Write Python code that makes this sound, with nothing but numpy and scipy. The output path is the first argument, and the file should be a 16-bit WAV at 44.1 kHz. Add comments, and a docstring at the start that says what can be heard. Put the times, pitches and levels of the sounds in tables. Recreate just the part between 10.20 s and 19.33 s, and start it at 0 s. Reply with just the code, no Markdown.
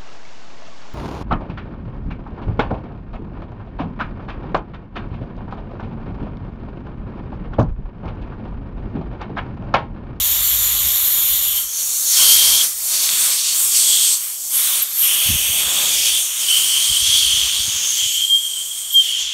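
"""At a wheel, close to one microphone, air hisses from a split in a rubber tyre valve stem bent by a gloved hand.
The jet is noise whose spectrum moves with each grip; a resonant noise band is the bore of the stem ringing.
Now and then the split or bore locks into a pure whistle, made of gliding sines.
Stray air rumbles and thumps the microphone as low noise and short swings, and once the rubber ticks over the rim."""
import sys
import numpy as np
from scipy import signal
from scipy.fft import rfft, irfft
from scipy.io import wavfile
from scipy.ndimage import uniform_filter1d

SR = 44100
rng = np.random.default_rng(int(sys.argv[2]) if len(sys.argv) > 2 else 0)


def generate_wav(signal):
    """Clip the signal to [-1, 1] and save it as 16-bit WAV at the path in sys.argv[1]."""
    frames = np.transpose(np.atleast_2d(signal))
    scaled = np.clip(frames, -1, 1) * 32767
    pcm = np.round(scaled).astype(np.int16)
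    wavfile.write(sys.argv[1], SR, pcm)


N = 402633  # length in samples

SIZE, HOP = 1024, 256  # short-time frame and step, samples
HZ = np.fft.rfftfreq(SIZE, 1 / SR)[:, None]  # pitch of every bin, as a column
TIMES = np.arange(N // HOP + 5) * HOP / SR  # time of every frame, s


def gain_of(db):
    """Decibels to an amplitude factor; twice the decibels give a power factor."""
    return 10 ** (np.asarray(db) / 20)


def evened(x):
    """Scales to rms 1."""
    return x / np.sqrt(np.mean(x ** 2) + 1e-30)


def follow(rows, t):
    """Every column of a curve table at the times t, in straight lines between its points."""
    times, *columns = np.transpose(rows)
    return [np.interp(t, times, column) for column in columns]


def shape(points):
    """A power spectrum of sum 1 through (f/Hz, level/dB) points, all but silent below the first."""
    f, db = np.transpose(points)
    power = gain_of(2 * np.interp(np.log(HZ + 1), np.log(f), db, left=-100))
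    return power / power.sum()


def bell(hz, width):
    """A resonance curve: 1 at hz, one half at the edges of width."""
    return 1 / (1 + (2 * (HZ - hz) / width) ** 2)


def hump(hz, width, steep):
    """The power of a resonance, sum 1 in every frame; a higher steep narrows it and drops its skirts."""
    power = bell(hz, width) ** steep
    return power / power.sum(0)


def lasting(start, end):
    """1 between the two times, with soft ends."""
    soft_s = 0.07
    return np.clip(np.minimum(TIMES - start, end - TIMES) / soft_s + .5, 0, 1)


def held(t):
    """The split keeps its shape under one grip and slides to the next: every setting at the times t."""
    # each grip on the stem: [start/s, middle hiss relative level/dB, middle hiss centre f/Hz,
    # top hiss relative level/dB, roar relative level/dB, deep roar relative level/dB, brightness/dB per octave,
    # bore pitch f/Hz, bore Q before its peak is steepened, air striking the microphone level/dB]
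    grips = [(0, -3, 7140, 6, -12.5, -25.5, -1.5, 3470, 2.8, -37.5),
             (.76, -6, 7300, 9, -14.5, -28, 2.1, 3480, 2.8, -44),
             (1.1, -5.5, 7540, 4.5, -17.5, -30, 2.1, 3450, 2.8, -46),
             (1.3, -8, 7700, 3.5, -16.5, -30, -0.5, 3070, 7, -44),
             (1.44, 3, 6650, -1, -18.5, -30, 2, 3250, 9, -66),
             (1.6, 0.5, 6800, -3, -21.5, -33, 2, 3280, 9, -64),
             (1.9, -3, 6500, -9, -20.5, -34, -1.5, 3250, 12, -60),
             (2.02, -12, 8400, -3.5, -18, -29.5, -3.5, 3220, 15, -49),
             (2.44, -4.5, 8150, -5, -20.5, -29, 3, 3270, 8, -62),
             (2.7, -3, 7600, -4, -18, -28, -1.7, 3290, 5, -65),
             (2.93, 3, 8300, -2.1, -14, -26, -0.5, 3290, 5, -64),
             (3.15, -2, 8200, -8, -21, -34.5, -5, 3330, 3.5, -75),
             (3.36, 3.5, 7900, -6, -18.5, -29.5, 8, 3380, 4.9, -67),
             (3.5, 1.5, 7900, -4, -22, -35, -2.8, 3360, 7.6, -64),
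             (3.98, 0, 8300, 2, -16, -33, 3, 3240, 5.5, -66),
             (4.17, 2, 7440, -7, -24, -27, 6, 3300, 5.5, -75),
             (4.33, -4, 8600, -9, -16, -29.5, 5.5, 3400, 4.7, -58),
             (4.64, 0, 7900, 6, -13.5, -27.5, 0, 3550, 5, -70),
             (4.79, -1, 9050, 1, -16.5, -28, 2.5, 3200, 5.5, -61),
             (5.05, -11, 7800, -2, -21.5, -24.5, 1.5, 3210, 5.2, -47),
             (5.42, 1, 7450, -4, -13, -16.5, 0.5, 3280, 5, -51.5),
             (5.7, -3.5, 7800, -10, -26, -28.5, -2, 3290, 5.7, -51),
             (6.05, -1.1, 7060, -10, -18.5, -33, -1.5, 3260, 4.4, -63),
             (6.24, -3, 8200, -12, -18, -32, -0.7, 3160, 11, -58),
             (6.55, -5, 8100, -8, -18, -32, -2.5, 3160, 10.6, -59),
             (6.8, -7, 7350, -14, -22, -34, -5.5, 3250, 11, -44.5),
             (7.15, -3, 6870, -10, -17.5, -29, -4.5, 3290, 7.1, -47),
             (7.5, 7.5, 6550, -21, -16, -21.5, 1, 3290, 4.5, -53),
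             (7.7, 4, 6700, -11, -24, -38, -0.5, 3280, 8, -58),
             (7.85, 5, 7500, -10, -28, -45, -4, 3205, 12.3, -57),
             (8.05, 6, 7900, -5, -18, -27, -1.1, 3220, 26, -61),
             (8.4, 5, 7850, -10, -19, -27, 2.1, 3190, 16, -64),
             (8.8, 0, 7500, -13, -27, -35, -3.5, 3160, 10, -67),
             (8.97, 7.5, 6400, -16, -19, -40, -9, 3380, 8, -61)]
    change_s = 0.12
    starts, *columns = np.transpose(grips)
    settings = []
    for column in columns:
        steps = zip(starts[1:], np.diff(column))
        moved = sum(step * np.clip((t - start) / change_s + .5, 0, 1) for start, step in steps)
        settings.append(column[0] + moved)
    return settings


def wander():
    """Trembling fingers stray the modes in pitch: a slow random factor near 1 for every frame."""
    stray = 0.015  # rms share of the pitch
    slow = uniform_filter1d(uniform_filter1d(rng.standard_normal(len(TIMES)), size=25), size=25)
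    return 1 + stray * evened(slow)


def noise(power, patchy_db, flicker_db):
    """Random short-time spectra of the given power, with drifting patches and a flicker shared by all pitches."""
    real, imaginary, patches = rng.standard_normal((len(TIMES), len(HZ), 3)).T
    patches = uniform_filter1d(patches, size=14, axis=0)  # across pitch
    patches = evened(uniform_filter1d(patches, size=14, axis=1))  # across time
    flicker = evened(uniform_filter1d(rng.standard_normal(len(TIMES)), size=8))
    sway = gain_of(patchy_db * patches + flicker_db * flicker)
    spectra = (real + 1j * imaginary) * np.sqrt(power) * sway
    return signal.istft(spectra, nperseg=SIZE, noverlap=SIZE - HOP)[1][:N] * np.sqrt(3 / 2)


def echo_dips():
    """An echo off the hand or the rim cancels a band for a while: decibels per bin and frame."""
    # cancelled bands: [start/s, end/s, f/Hz, width/Hz, level/dB]
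    dips = [(0, 1.9, 4970, 300, -13), (0, 1.4, 2630, 250, -5.5), (4.95, 6.2, 4120, 400, -2.5),
            (5.15, 5.5, 5050, 350, -9), (4.9, 6.3, 7400, 500, -2.5), (5.98, 6.2, 4750, 1200, -10)]
    return sum(db * lasting(start, end) * bell(f, width) for start, end, f, width, db in dips)


def jet_power(echo_db):
    """Turbulence through the split: broad hiss, two roars, two humps, singing modes and the wheel's colour."""
    # broad turbulence: [f/Hz, relative level/dB]
    broad = [(2000, -26), (2800, -13), (4000, -1), (7000, 3), (12000, 1), (16000, -7.5)]
    # roar of the jet: [f/Hz, relative level/dB]
    roar = [(500, -10), (800, -10), (1100, 3.5), (1800, 0), (2300, 4.5), (2800, 4), (3600, 6.5),
            (6000, -10)]
    # deep roar of the jet: [f/Hz, relative level/dB]
    deep = [(90, -11), (200, -5.5), (400, -7.5), (620, -2), (900, -4.5), (1500, -15)]
    # a higher mode sings for a while: [start/s, end/s, f/Hz, width before steepening/Hz, relative level/dB]
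    singing = [(0, 1.35, 7020, 300, -8), (0, 1.3, 13400, 1500, 0), (0, 1.397, 11400, 700, -13),
               (1.983, 2.45, 9440, 600, -12), (2.003, 2.2, 12700, 300, -10), (2.2, 2.45, 12900, 400, -18),
               (1.997, 2.446, 4430, 250, -32), (2.75, 3.35, 4450, 300, -21), (1.293, 1.43, 12800, 900, -6),
               (5.9, 6.03, 9100, 700, -10), (3.547, 3.97, 8200, 500, -7), (4.335, 4.41, 11300, 1500, -0.5),
               (4.42, 4.6, 13200, 500, -15), (4.77, 4.854, 12030, 1500, 6.5), (4.85, 5.097, 9800, 400, -14),
               (5.0, 5.8, 6500, 330, -15.5), (5.15, 5.6, 8200, 350, -11), (6.25, 7.202, 9340, 400, -13),
               (6.253, 7.2, 8200, 450, -12.5), (6.81, 7.297, 6200, 400, -11.5),
               (7.45, 7.948, 6460, 450, -5.5), (7.903, 8.2, 13000, 500, -9), (8.2, 8.85, 12800, 400, -12),
               (7.248, 7.5, 8400, 500, -11), (4.85, 5.9, 2520, 447, -18), (8.1, 8.8, 8050, 300, -10)]
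    # the hollow wheel colours the jet: [f/Hz, width/Hz, level/dB]
    wheel = [(4000, 230, -4.5), (4520, 330, 3), (4890, 300, -5.5), (7560, 1000, -2.5), (10570, 240, -8),
             (12080, 740, -5)]
    # flow through the split, as the level of the hiss inside the flow band: [t/s, level/dB]
    flow = [(0.0, -21), (1.25, -21), (1.3, -23.5), (1.37, -21), (1.47, -27.5), (1.63, -21), (1.83, -20.5),
            (1.96, -12.5), (2.29, -13), (2.44, -17), (2.54, -27), (2.62, -24.5), (2.75, -16.5), (2.77, -18),
            (3.05, -16), (3.2, -18.5), (3.51, -16.5), (3.58, -13), (3.94, -16), (3.99, -23.5),
            (4.15, -28.5), (4.29, -26), (4.37, -15.5), (4.47, -19), (4.58, -19.5), (4.68, -28), (4.75, -25),
            (4.83, -15.5), (4.91, -19), (5.47, -20.5), (5.72, -18), (6.0, -18.5), (6.08, -24.5),
            (6.35, -17.5), (6.71, -19.5), (6.97, -17), (7.3, -22), (7.8, -19.5), (8.19, -27), (8.8, -27.5),
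            (9.03, -25.5), (9.13, -30.5)]
    flow_low_hz, flow_high_hz = 4000, 11800
    top_hz = 12240  # centre of the top hiss

    middle_db, middle_hz, top_db, roar_db, deep_db, tilt_db, *_ = held(TIMES)
    octaves = np.log2((HZ + 1) / 8000)  # brightness pivots here
    jet = gain_of(2 * (-3.0 + tilt_db * octaves)) * shape(broad)
    jet = jet + gain_of(2 * roar_db) * shape(roar)
    jet = jet + gain_of(2 * deep_db) * shape(deep)
    jet = jet + gain_of(2 * (middle_db - 6.0)) * hump(middle_hz, 2800, 2.63)
    jet = jet + gain_of(2 * (top_db - 5.5)) * hump(top_hz, 2550, 1.82)
    for start, end, f, width, db in singing:
        jet = jet + lasting(start, end) * gain_of(2 * db) * hump(f * wander(), width, 1.9)

    wheel_db = sum(db * bell(f, width) for f, width, db in wheel)
    jet = jet * gain_of(2 * (echo_db + wheel_db))
    # the flow alone sets how loud the band is, whatever the shape of the split
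    in_band = (HZ > flow_low_hz) * (HZ < flow_high_hz)
    jet = jet / (jet * in_band).sum(0)
    return gain_of(2 * follow(flow, TIMES)[0]) * jet


def bore_power(echo_db):
    """The jet's turbulence rings the lowest mode of the stem's bore: one resonant band of noise."""
    # how hard the jet blows the lowest mode: [t/s, level before the echo/dB]
    blowing = [(0, -28), (1.39, -27), (1.46, -40), (1.86, -56), (2.0, -17.5), (2.31, -21.5), (2.41, -17.5),
               (2.47, -47), (2.65, -56), (2.76, -37), (2.9, -25), (3.01, -29.5), (3.28, -32), (3.5, -33),
               (3.77, -19), (3.93, -29.5), (4.0, -41), (4.29, -49), (4.36, -29), (4.61, -26), (4.66, -37),
               (4.76, -40), (4.84, -23.5), (5.03, -20.5), (5.21, -23), (5.98, -20.5), (6.05, -30),
               (6.17, -29.5), (6.3, -18), (6.72, -21), (6.97, -14), (7.17, -18), (7.48, -25.5), (7.73, -24),
               (7.85, -18.5), (8.04, -19.5), (8.08, -24), (8.25, -23.5), (8.6, -33), (8.72, -29),
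               (8.84, -22.5), (9.13, -23)]
    *_, hz, q, _ = held(TIMES)
    blown_db = follow(blowing, TIMES)[0]
    return gain_of(2 * (blown_db + echo_db)) * hump(hz * wander(), hz / np.maximum(q, 1), 1.725)


def hiss():
    """Jet and ringing bore are one noise, so patches and flicker move both together."""
    echo_db = echo_dips()
    return noise(jet_power(echo_db) + bore_power(echo_db), patchy_db=1.14, flicker_db=0.5)


def buffet():
    """Lumpy low rumble where the jet reaches the microphone: filtered noise with a random swell."""
    # colour of the rumble: [f/Hz, relative level/dB]
    thud = [(20, -30), (35, -5), (55, 10), (80, 0.5), (120, -3), (190, -12.5), (300, -24), (450, -47)]
    f, db = np.transpose(thud)
    bins = np.fft.rfftfreq(N, 1 / SR)
    colour = gain_of(np.interp(np.log(bins + 1), np.log(f), db, left=-100, right=-100))
    rumble = evened(irfft(rfft(rng.standard_normal(N)) * colour, N))
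    lumps = evened(uniform_filter1d(uniform_filter1d(rng.standard_normal(N), size=1500), size=1500))
    strike_db = np.interp(np.arange(N) / SR, TIMES, held(TIMES)[-1])
    return rumble * gain_of(strike_db + 2.4 * lumps)


def bumps(rows, turns, ragged):
    """One short swing each, about that many cycles long, with a share of flutter about an octave higher."""
    out = np.zeros(N)
    for crest_s, db, hz in rows:
        at = round(crest_s * SR) + np.arange(-3000, 3000)
        cycles = hz * (at / SR - crest_s)
        band = signal.butter(2, [1.3 * hz, 2.6 * hz], "band", fs=SR, output="sos")
        flutter = evened(signal.sosfilt(band, rng.standard_normal(len(at))))
        swing = np.cos(2 * np.pi * cycles) + ragged * flutter
        out[at] += gain_of(db) * swing * np.exp(-(2 * cycles / turns) ** 2)
    return out


def rim_tick():
    """The rubber snaps over the rim: a brief, nearly clean swing."""
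    # the snap: [crest t/s, level of the swing without flutter/dB, f/Hz]
    tick = [(2.8917, -2.5, 3400)]
    return bumps(tick, turns=1.2, ragged=.05)


def whistles():
    """The bore or the lips of the split lock into a tone: gliding sines, each under one arch."""
    # tones: [start/s, length/s, rms level at the crest/dB, first f/Hz, last f/Hz]
    tones = [(4.615, 0.027, -14, 12500, 12610), (8.026, 0.037, -17.5, 3190, 3140),
             (8.072, .13, -11.5, 3200, 3203), (8.718, 0.043, -22.5, 13050, 12800),
             (8.733, 0.1, -7.5, 3208, 3113)]
    pointed = 1.05  # exponent of the arch
    sag = 1.93  # the glide steepens toward its end
    out = np.zeros(N)
    for start, length, db, first_hz, last_hz in tones:
        at = np.arange(round(start * SR), round((start + length) * SR))
        share = np.linspace(0, 1, len(at))
        pitch = first_hz + (last_hz - first_hz) * share ** sag
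        tone = np.sin(2 * np.pi * np.cumsum(pitch) / SR)
        arch = abs(np.sin(np.pi * share)) ** pointed
        out[at] += np.sqrt(2) * gain_of(db) * arch * tone
    return out


def puff_thumps():
    """Stray puffs of the jet thump the microphone: low swings roughened by flutter."""
    # single puffs: [crest t/s, level of the swing without flutter, before the bass cut/dB, f/Hz]
    puffs = [(5.068, -32, 60), (5.1, -19, 94), (5.125, -19.5, 57), (5.15, -21, 69.5), (5.3, -31, 81),
             (5.47, -35, 70), (6.71, -30.5, 55), (6.82, -33, 53.6), (6.89, -32, 75), (6.955, -38, 90),
             (7.07, -31.5, 65.4), (7.14, -33, 65), (7.18, -39, 70), (7.24, -40, 55), (7.31, -42, 70),
             (7.395, -36, 70), (7.485, -31, 104), (7.555, -36, 69), (7.83, -44, 90), (7.86, -37, 100)]
    return bumps(puffs, turns=1.9, ragged=0.34)


def scene():
    """One microphone: both channels alike."""
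    mono = hiss() + buffet() + rim_tick() + whistles() + puff_thumps()
    return np.tile(mono, (2, 1))


def record(dry):
    """The microphone loses the deepest bass, peaks past full scale are clipped, then the treble is cut."""
    edge_hz = 15745
    thin = signal.sosfilt(signal.butter(3, 38, "high", fs=SR, output="sos"), dry)
    band = signal.firwin(1535, edge_hz, window=("kaiser", 9), fs=SR)
    return signal.oaconvolve(np.clip(thin, -1, 1), band[None], "same")


dry = scene()
out = record(dry)
generate_wav(out)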